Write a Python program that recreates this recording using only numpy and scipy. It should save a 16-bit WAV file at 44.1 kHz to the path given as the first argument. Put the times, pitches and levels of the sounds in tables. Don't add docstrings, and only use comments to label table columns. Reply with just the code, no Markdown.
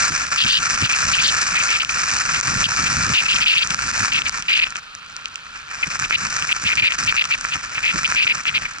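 import sys
import numpy as np
from scipy import signal
from scipy.fft import rfft, irfft, next_fast_len
from scipy.io import wavfile
from scipy.ndimage import uniform_filter1d

SR = 44100
rng = np.random.default_rng(int(sys.argv[2]) if len(sys.argv) > 2 else 0)


def field_ratio(decibels):
    return 10 ** (np.asarray(decibels, dtype=float) / 20)


def persist_wave(psi):
    counts = np.round(np.clip(psi, -1, 1) * 32767).astype(np.int16)
    wavfile.write(sys.argv[1], SR, np.atleast_2d(counts).T)


N = 388080

# time in seconds, level in dB (read against FULL_WIND_DB).
WIND = [(0.0, -25), (0.3, -32), (0.9, -30), (1.3, -28.5), (1.7, -31.5), (2.0, -30.5), (2.6, -31.5),
        (3.05, -29.5), (3.6, -33), (4.0, -30), (4.3, -38), (4.62, -37.5), (4.8, -58), (5.68, -54.5),
        (5.84, -37), (6.37, -34), (6.75, -36), (7.01, -34), (7.2, -37), (7.69, -44.5), (8.0, -34),
        (8.4, -39.5), (8.8, -50.5)]
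# start in seconds, length in seconds, change in dB.
EDDIES = [(0.095, 0.025, -7.5), (0.153, 0.093, -2), (0.252, 0.0565, -7.5), (0.312, 0.03, -1),
          (0.579, 0.03, -4), (0.763, 0.011, -7.5), (0.865, 0.025, -7.5), (1.047, 0.0093, 3.5),
          (1.058, 0.022, -4), (1.35, 0.017, -3), (1.131, 0.017, -7), (1.558, 0.028, -2), (1.79, 0.038, -7),
          (1.836, 0.055, -12.5), (2.405, 0.021, -16), (2.57, 0.065, 3.5), (2.657, 0.029, -6),
          (3.227, 0.014, 2.5), (3.267, 0.015, -6), (3.344, 0.048, 5), (3.44, 0.015, -6), (3.67, 0.03, -10),
          (3.743, 0.045, -6.5), (3.796, 0.022, -4.5), (3.916, 0.0094, -12), (4.107, 0.019, -8),
          (4.221, 0.022, -9), (4.272, 0.019, 4.5), (4.298, 0.023, -10), (4.34, 0.023, 1.5),
          (4.415, 0.075, -10), (4.729, 0.022, -5), (4.751, 0.045, 13.5), (5.165, 0.033, 6.5),
          (5.548, 0.035, 6.5), (5.7, 0.047, 5.5), (5.837, 0.0045, 8), (5.88, 0.022, -9), (5.971, 0.02, -11),
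          (6.061, 0.035, -11), (6.157, 0.017, -7), (6.274, 0.025, -6), (6.385, 0.012, 0.5),
          (6.453, 0.016, -6), (6.575, 0.037, -5), (6.798, 0.024, -9), (6.867, 0.054, -4.5),
          (6.957, 0.024, -13), (6.984, 0.026, 4), (7.17, 0.039, -7), (7.26, 0.028, -6.5), (7.36, 0.035, -4),
          (7.387, 0.018, -6), (7.44, 0.009, 8), (7.482, 0.0073, 2), (7.536, 0.032, 8.5), (7.606, 0.02, -5),
          (7.63, 0.02, 7), (7.979, 0.02, 5.5), (8.002, 0.031, -3.5), (8.103, 0.047, 4), (8.164, 0.05, -6),
          (8.348, 0.0086, 7.5), (8.413, 0.043, -9), (8.5, 0.022, -2.5), (8.619, 0.022, 6.5)]
# middle in seconds, length in seconds, peak lift of the rumble in dB.
BUFFETS = [(0.02, 0.11, 3.5), (0.116, 0.07, 17), (0.453, 0.11, 12.5), (0.602, 0.08, 7), (0.777, 0.19, 6.5),
           (0.833, 0.067, 16.5), (1.07, 0.17, 11), (1.282, 0.28, 5.5), (1.532, 0.085, 8), (1.94, 0.058, 4),
           (2.137, 0.077, 8), (2.313, 0.2, 9), (2.488, 0.13, 15.5), (2.586, 0.15, 16.5),
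           (2.687, 0.099, 14.5), (2.82, 0.23, 13.5), (2.932, 0.14, 12.5), (3.005, 0.11, 16),
           (3.099, 0.16, 16), (3.24, 0.08, 8), (3.364, 0.19, 11), (3.807, 0.49, 9), (4.01, 0.093, 10.5),
           (4.176, 0.34, 7.5), (4.62, 0.17, 7.5), (5.875, 0.05, 13), (6.023, 0.25, 3.5), (6.242, 0.2, 9.5),
           (6.652, 0.054, 12), (6.77, 0.12, 12), (6.828, 0.055, 15), (7.057, 0.22, 12), (5.98, 0.56, 4),
           (7.9, 1.7, 3.5), (8.26, 0.06, 9), (7.567, 0.069, 9.5), (7.957, 0.06, 17), (8.076, 0.2, 6),
           (8.353, 0.2, 2), (8.58, 0.33, 9.5)]
# start in seconds, relative level in dB,
# landing place round the housing (0 body, 1 edge, 2 grille, 3 body again), left over right in dB.
TICKS = [(0.267, -20, 1.5, -3), (0.5999, -39, 1.3, 2), (0.777, -14, 0.1, -1), (0.8983, -7, 1.34, 1.7),
         (1.8484, -11, 1.3, 2), (2.411, -9, 2.3, 3), (3.6736, -13, 2.0, 4), (3.706, -6, 1.3, 6),
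         (3.745, -2, 2.43, -1), (3.791, -8.5, 0.1, 0), (4.219, -10, 0.96, 7), (4.2948, -9.5, 2.4, 2),
         (4.3755, -23, 1.9, -5), (4.424, -13, 1.4, -2), (4.6686, -15.5, .5, 9), (4.7055, -20, 2, 1.5),
         (4.7237, -20, 3, 0), (4.7567, -14.5, 0.48, 5), (4.9508, -20.5, 2.5, 1), (5.1654, -18.5, 2.4, 1),
         (5.257, -14.5, 1.3, 4), (5.3573, -15, 1.4, -2), (5.9978, -6, 2.57, 1), (6.0237, -13, 0.1, 2),
         (6.1084, 2, 0.23, -2), (6.4236, -11, .8, 2), (6.445, -16, 0.1, 0.2), (6.527, -12, 0.86, 1),
         (6.755, -16, 1.7, 1), (6.9215, -3, 0.61, 9), (6.938, -21, 2.6, 1), (6.946, -24, 2.0, 1),
         (6.955, -28, 2.2, 1), (7.037, -16, 2.1, 1), (7.049, -15, 2.2, 3), (7.1248, -4.5, 3, 2),
         (7.1437, -14, .2, 3), (7.215, -7, 0.66, 3.9), (7.241, -13, 1.2, 3), (7.2532, -13, 1.55, 3.7),
         (7.411, -11, 2.3, 1), (7.4499, -10, 0.18, -1), (7.468, -17, 0.05, 0), (7.5217, -12, 0.57, 4),
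         (7.7805, -11, 0.48, 1.4), (8.032, -14.5, 2.45, -2), (8.1225, -4, 0.18, 4), (8.148, -17, 2.3, 3),
         (8.27, -9, .45, 8), (8.4541, -12, 0.54, 3), (8.4932, -13.5, 0.92, 10), (8.579, -11, 0.66, -5),
         (8.7848, -20.5, 2.5, -1)]
# start in seconds, length in seconds, relative level in dB, relative spray over tone in dB.
JETS = [(0.375, 0.058, -18.5, -0.5), (0.43, 0.021, -19.5, -1.5), (0.462, 0.13, -17.5, 1.5),
        (0.598, 0.01, -28, -10), (0.812, 0.068, -23, -6), (0.895, 0.022, -16, -18),
        (0.924, 0.028, -19, -13), (1.133, 0.038, -17, -3), (1.179, 0.049, -16, -12.5),
        (1.217, 0.09, -22.5, 6.5), (1.551, 0.036, -11.5, -16), (1.597, 0.028, -19, -16),
        (1.687, 0.086, -16, -13), (1.799, 0.027, -17.5, -10), (1.893, 0.0085, -15, -14),
        (2.339, 0.029, -19, -15), (2.64, 0.027, -20.5, -1), (2.854, 0.028, -20.5, -12),
        (3.135, 0.081, -13, -10.5), (3.248, 0.026, -24, -13), (3.283, 0.057, -15.5, -5),
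        (3.357, 0.017, -15.5, -8), (3.403, 0.042, -17, -11), (3.459, 0.087, -9.5, -8),
        (3.55, 0.069, -10.5, -6), (3.618, 0.017, -8.5, -4), (3.706, 0.019, -24, -18),
        (4.118, 0.074, -16.5, -8.5), (4.256, 0.026, -20, -16), (4.483, 0.12, -11, -9),
        (4.612, 0.032, -9.5, -12), (4.647, 0.027, -26, -19), (5.829, 0.018, -5.5, -22),
        (6.04, 0.015, -21.5, -19), (6.117, 0.029, -16, -20), (6.143, 0.02, -14.5, -15),
        (6.49, 0.018, -18.5, -20), (6.513, 0.018, -10.5, -13.5), (6.652, 0.042, -14, -10.5),
        (6.698, 0.042, -15.5, -20), (6.772, 0.04, -12, -16), (6.822, 0.067, -7, -13.5),
        (6.891, 0.041, -21, -26), (7.071, 0.039, -14, -12), (7.165, 0.045, -13, -10.5),
        (7.208, 0.016, -12, -16), (7.306, 0.046, -16, -14), (7.513, 0.045, -26.5, -11),
        (7.75, 0.045, -23.5, -18), (7.83, 0.088, -15.5, -18), (8.045, 0.022, -14.5, -14),
        (8.158, 0.067, -11, -11), (8.218, 0.029, -12.5, -12), (8.267, 0.015, -7.5, -15),
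        (8.286, 0.041, -9, -17), (8.461, 0.043, -19, -17), (8.54, 0.042, -16.5, -16),
        (8.647, 0.024, -23.5, -27)]

# frequency in Hz, relative density in dB per Hz.
FAR_ROAR = [(40, -34), (160, -22), (640, -20.5), (955, -12.5), (1390, 0), (2030, -26), (2500, -5),
            (3480, -10.5), (4500, -10.5), (5300, -21), (6500, -43), (8700, -36), (11000, -34.5)]
# frequency in Hz, relative density in dB per Hz.
HISS = [(1940, -33), (3300, -14.5), (3640, -10), (3850, -8), (4740, -2.5), (5520, 1), (6300, 0), (7340, -6),
        (8850, -14.5), (10800, -34.5), (11300, -23), (11500, -88), (12200, -80), (15900, -89),
        (22000, -120)]
# frequency in Hz, relative density in dB per Hz.
RING = [(180, -30.5), (300, -24), (464, -23), (789, -16), (857, -14), (1100, -8), (1350, 0), (1500, -2.5),
        (1740, -2), (2070, -9.5), (2430, -2.5), (2750, -10), (3240, -23), (3600, -30), (4680, -53.5),
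        (7920, -120)]
# frequency in Hz, relative density in dB per Hz.
RUMBLE = [(40, -24), (65, -3), (100, 1), (150, 1), (228, -4), (307, -10.5), (426, -17.5), (600, -19.5),
          (780, -41), (1320, -100)]
# frequency in Hz, relative density in dB per Hz.
DEEP = [(12, -32), (27, 0.5), (40, -5), (60, -4.5), (90, -11), (200, -85)]
# frequency in Hz, relative density in dB per Hz.
EDGE = [(900, -41), (1500, -13), (2000, -12), (2600, 7.5), (3300, -1), (4300, -14), (6000, -43),
        (12000, -86)]
# frequency in Hz, relative density in dB per Hz.
RASP = [(900, -20), (1500, -12), (1900, -4), (2500, -8.5), (3300, 0.5), (4000, -2), (4900, -0.5),
        (5400, -14), (7500, -21.5), (9500, -47), (12000, -76)]
# frequency in Hz, lead of the left port in radians.
LEAD = [(0, 3), (300, -1.02), (780, -2.0), (1460, -1.29), (2330, -2.0), (2670, -2.5), (3790, -1.8),
        (4740, -1.13), (6630, -2), (7580, -1.17), (8700, -1.4), (10900, 0.5)]
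# frequency in Hz, left over right in dB.
TILT = [(60, 0.5), (110, -3), (190, -2.5), (350, -2), (630, 0.5), (1130, -0.5), (2030, 0.5), (3640, 0),
        (6550, 2.5), (11800, -1)]
# frequency in Hz, share from 0 to 1.
ALIKE = [(30, 0.95), (150, 0.89), (300, 0.7), (600, 0.33), (1400, 0.98), (2000, 0.1), (2800, 0.58),
         (3300, 0.43), (4500, 1), (6200, 1), (8200, 0.2), (11000, 0.6)]

FULL_WIND_DB = -30
HISS_DB, HISS_FOLLOWS = -24, 1
RING_DB, RING_FOLLOWS = -22, 0.76
RUMBLE_DB, RUMBLE_FOLLOWS = -44.5, 0.54
SWAY_DB, SWAY_FOLLOWS = -48.5, 0.41
STRONG_JET_DB, HISS_JET_DB, RING_JET_DB = -14, 1, -5
JET_ARCH_DB, JET_SPUTTER_DB, SPUTTERS_PER_S = 4.5, 2, 28
SPRAY_FOLLOWS = 1.22
JET_ALIKE = 0.95
STRAYS_PER_S, STRAY_DB, STRAY_FOLLOWS = 30, -28.5, 0.59
FALLOFF_DB = 14.5
HOLLOW_HZ, HOLLOW_WIDTH_HZ, HOLLOW_DB = 1370.5, 119, -13


def evened(x):
    return x / np.sqrt(np.mean(x ** 2) + 1e-20)


def read(points, hz):
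    f, value = np.transpose(points)
    return np.interp(np.log(hz + 1), np.log(f + 1), value)


def wander(per_s, channels=1):
    steps = rng.standard_normal((channels, N))
    smoother = signal.butter(2, per_s, fs=SR, output="sos")
    return evened(signal.sosfilt(smoother, steps))


def ports(drive, spectrum, alike=None):
    size = next_fast_len(N + 8192)
    half = size // 2 + 1
    hz = abs(np.fft.fftfreq(size, 1 / SR))
    log_gain = np.log(field_ratio(np.maximum(read(spectrum, hz), -100)))
    colour = np.exp(np.conj(signal.hilbert(log_gain)))[:half]
    colour /= np.sqrt(np.mean(abs(colour) ** 2))
    hz = hz[:half]
    same = np.clip(read(ALIKE, hz) if alike is None else alike, 0, 1)
    common, private = rfft(drive, size) * colour
    right = same * common + np.sqrt(1 - same ** 2) * private
    right = right * np.exp(-1j * read(LEAD, hz))
    tilt = field_ratio(read(TILT, hz) / 2)
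    return irfft([common * tilt, right / tilt], size)[:, :N]


def gust(level_db, follows, eddy_share, extra_db):
    eddy_db = np.zeros(N)
    for start, length, change_db in EDDIES:
        eddy_db[round(start * SR):round((start + length) * SR)] += change_db
    eddy_db = uniform_filter1d(eddy_db, 150)
    wind_db = np.interp(np.arange(N) / SR, *np.transpose(WIND)) - FULL_WIND_DB
    return field_ratio(level_db + follows * wind_db + eddy_share * eddy_db + extra_db)


def sleet(slow_db, fast_db, grain_share, per_s, spread_db):
    air = rng.standard_normal((2, N))
    sizes = field_ratio(spread_db * np.minimum(rng.exponential(1, (2, N)), 3))
    lands = rng.random((2, N)) < per_s / SR
    grains = sizes * lands * rng.choice([-1., 1.], (2, N))
    share = np.clip(grain_share, 0, 1)
    mixed = np.sqrt(1 - share) * air + np.sqrt(share) * evened(grains)
    flutter = field_ratio(slow_db * wander(22.0) + fast_db * wander(230.0))
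    return evened(flutter * mixed)


def resonate(x, hz, width_hz):
    turn = np.exp(2j * np.pi * np.cumsum(hz) / SR)
    r = np.exp(-np.pi * width_hz / SR)
    low = x / turn
    for _ in range(2):
        low = signal.lfilter([1 - r], [1, -r], low)
    return 2 * (turn * low).real


def far_roar():
    return field_ratio(-40.5) * ports(rng.standard_normal((2, N)), FAR_ROAR) * field_ratio([[-.9], [.9]])


def rush(effort_db, spray_db):
    jet_strength = np.minimum(field_ratio(effort_db + 1.2 * spray_db - STRONG_JET_DB), 1)
    jet_strength = uniform_filter1d(jet_strength, 600)
    flow = sleet(slow_db=1.37, fast_db=3.0, grain_share=0.27, per_s=1100, spread_db=1.5)
    hiss_gain = gust(HISS_DB, HISS_FOLLOWS, 1.0, HISS_JET_DB * jet_strength)
    hiss = ports(flow * hiss_gain * field_ratio(1.46 * wander(240.0)), HISS)
    ring_gain = gust(RING_DB, RING_FOLLOWS, 0.97, RING_JET_DB * jet_strength)
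    ring = ports(flow * ring_gain * field_ratio(1.0 * wander(82.0)), RING)
    return hiss + ring


def rumble():
    lift_db = np.zeros(N)
    for middle, length, db in BUFFETS:
        offset = 2 * (np.arange(N) / SR - middle) / length
        lift_db += db * np.maximum(1 - offset ** 2, 0) ** 1.42
    lumps = field_ratio(1.65 * wander(15.0) + 1.8 * wander(36.0))
    air = evened(lumps * rng.standard_normal((2, N)))
    buffeting = ports(air * gust(RUMBLE_DB, RUMBLE_FOLLOWS, 0.29, lift_db), RUMBLE)
    sway_gain = gust(SWAY_DB, SWAY_FOLLOWS, 0.1, 0.5 * lift_db)
    sway = ports(rng.standard_normal((2, N)) * sway_gain, DEEP)
    return buffeting + sway


def ticks():
    blows, side = np.zeros((3, 2, N)), np.ones((2, N))
    shapes = 0.21 * rng.standard_normal((len(TICKS), 64)) * np.exp(-np.arange(64) / 10.5)
    shapes[:, 0] = 1
    for (start, db, lands, pan_db), shape in zip(TICKS, shapes):
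        at = round(start * SR)
        away = (lands - np.array([2, 1, 0]) + 1.5) % 3 - 1.5
        part_gain = field_ratio(db - FALLOFF_DB * away ** 2)[:, None, None]
        blows[:, :, at:at + 64] += part_gain * shape / np.linalg.norm(shape)
        side[:, at - 40:at + 400] = field_ratio([[pan_db / 2], [-pan_db / 2]])
    sizes = field_ratio(4.1 * np.minimum(rng.exponential(1, (3, 1, N)), 3))
    strays = sizes * (rng.random((3, 1, N)) < STRAYS_PER_S / SR)
    blows += strays * gust(STRAY_DB, STRAY_FOLLOWS, 0.66, 0) * field_ratio([0, -4, -1])[:, None, None]
    boosts = field_ratio([14.5, 15.5, 16.5])
    parts = zip(boosts, blows, (HISS, EDGE, RING))
    return side * sum(boost * ports(blow, colour, 0.94) for boost, blow, colour in parts)


def jet_effort():
    effort_db, spray_db = np.full(N, -90.), np.full(N, -10.)
    sputter_db = JET_SPUTTER_DB * wander(SPUTTERS_PER_S)[0]
    for start, length, db, wide_db in JETS:
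        at = slice(round(start * SR), round((start + length) * SR))
        arch = np.sin(np.linspace(0, np.pi, at.stop - at.start)) - 2 / np.pi
        swell_db = JET_ARCH_DB * arch + sputter_db[at]
        effort_db[at] = db + swell_db
        spray_db[at] = wide_db + SPRAY_FOLLOWS * swell_db
    return effort_db, spray_db


def jets(effort_db, spray_db):
    level = uniform_filter1d(field_ratio(effort_db), 90)
    spray_db = uniform_filter1d(spray_db, 200)
    sputter = sleet(slow_db=0.5, fast_db=3.0, grain_share=0.28, per_s=900, spread_db=4.0)
    tone_hz = (2760.0 + 17.4 * spray_db) * (1 + 0.014 * wander(64.0)[0])
    tone = evened(resonate(sputter, tone_hz, width_hz=710.0)) * level
    flat = [(0, 0), (SR, 0)]
    sung = field_ratio(0.2) * ports(tone, flat, JET_ALIKE)
    sprayed = field_ratio(-2.0) * ports(sputter * level * field_ratio(spray_db), RASP, JET_ALIKE)
    return (sung + sprayed) * field_ratio([[.8], [-.8]])


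def hollow(x):
    return x + field_ratio(HOLLOW_DB) * resonate(x, np.full(N, HOLLOW_HZ), HOLLOW_WIDTH_HZ)


def scene():
    effort_db, spray_db = jet_effort()
    through_cavity = hollow(far_roar() + rush(effort_db, spray_db) + ticks())
    return through_cavity + rumble() + jets(effort_db, spray_db)


def top_cut(x):
    return signal.sosfilt(signal.butter(12, 12370, fs=SR, output="sos"), x)


def record(dry):
    power_db = 10 * np.log10(abs(uniform_filter1d((dry ** 2).mean(0), 260)) + 1e-12)
    fall_db = np.arange(N) * 400.0 / SR
    peak_db = np.maximum.accumulate(power_db + fall_db) - fall_db
    over_db = np.maximum(peak_db + 16.0, 0)
    held = dry / field_ratio(0.75 * uniform_filter1d(over_db, 120))
    top = 0.8
    rounded = held / (1 + abs(held / top) ** 4) ** 0.25
    low_pass = signal.firwin(301, 11000, window=("kaiser", 7), fs=SR)
    limited = signal.oaconvolve(rounded, low_pass[None], "same")
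    return top_cut(limited)


dry = scene()
out = record(dry)
persist_wave(out)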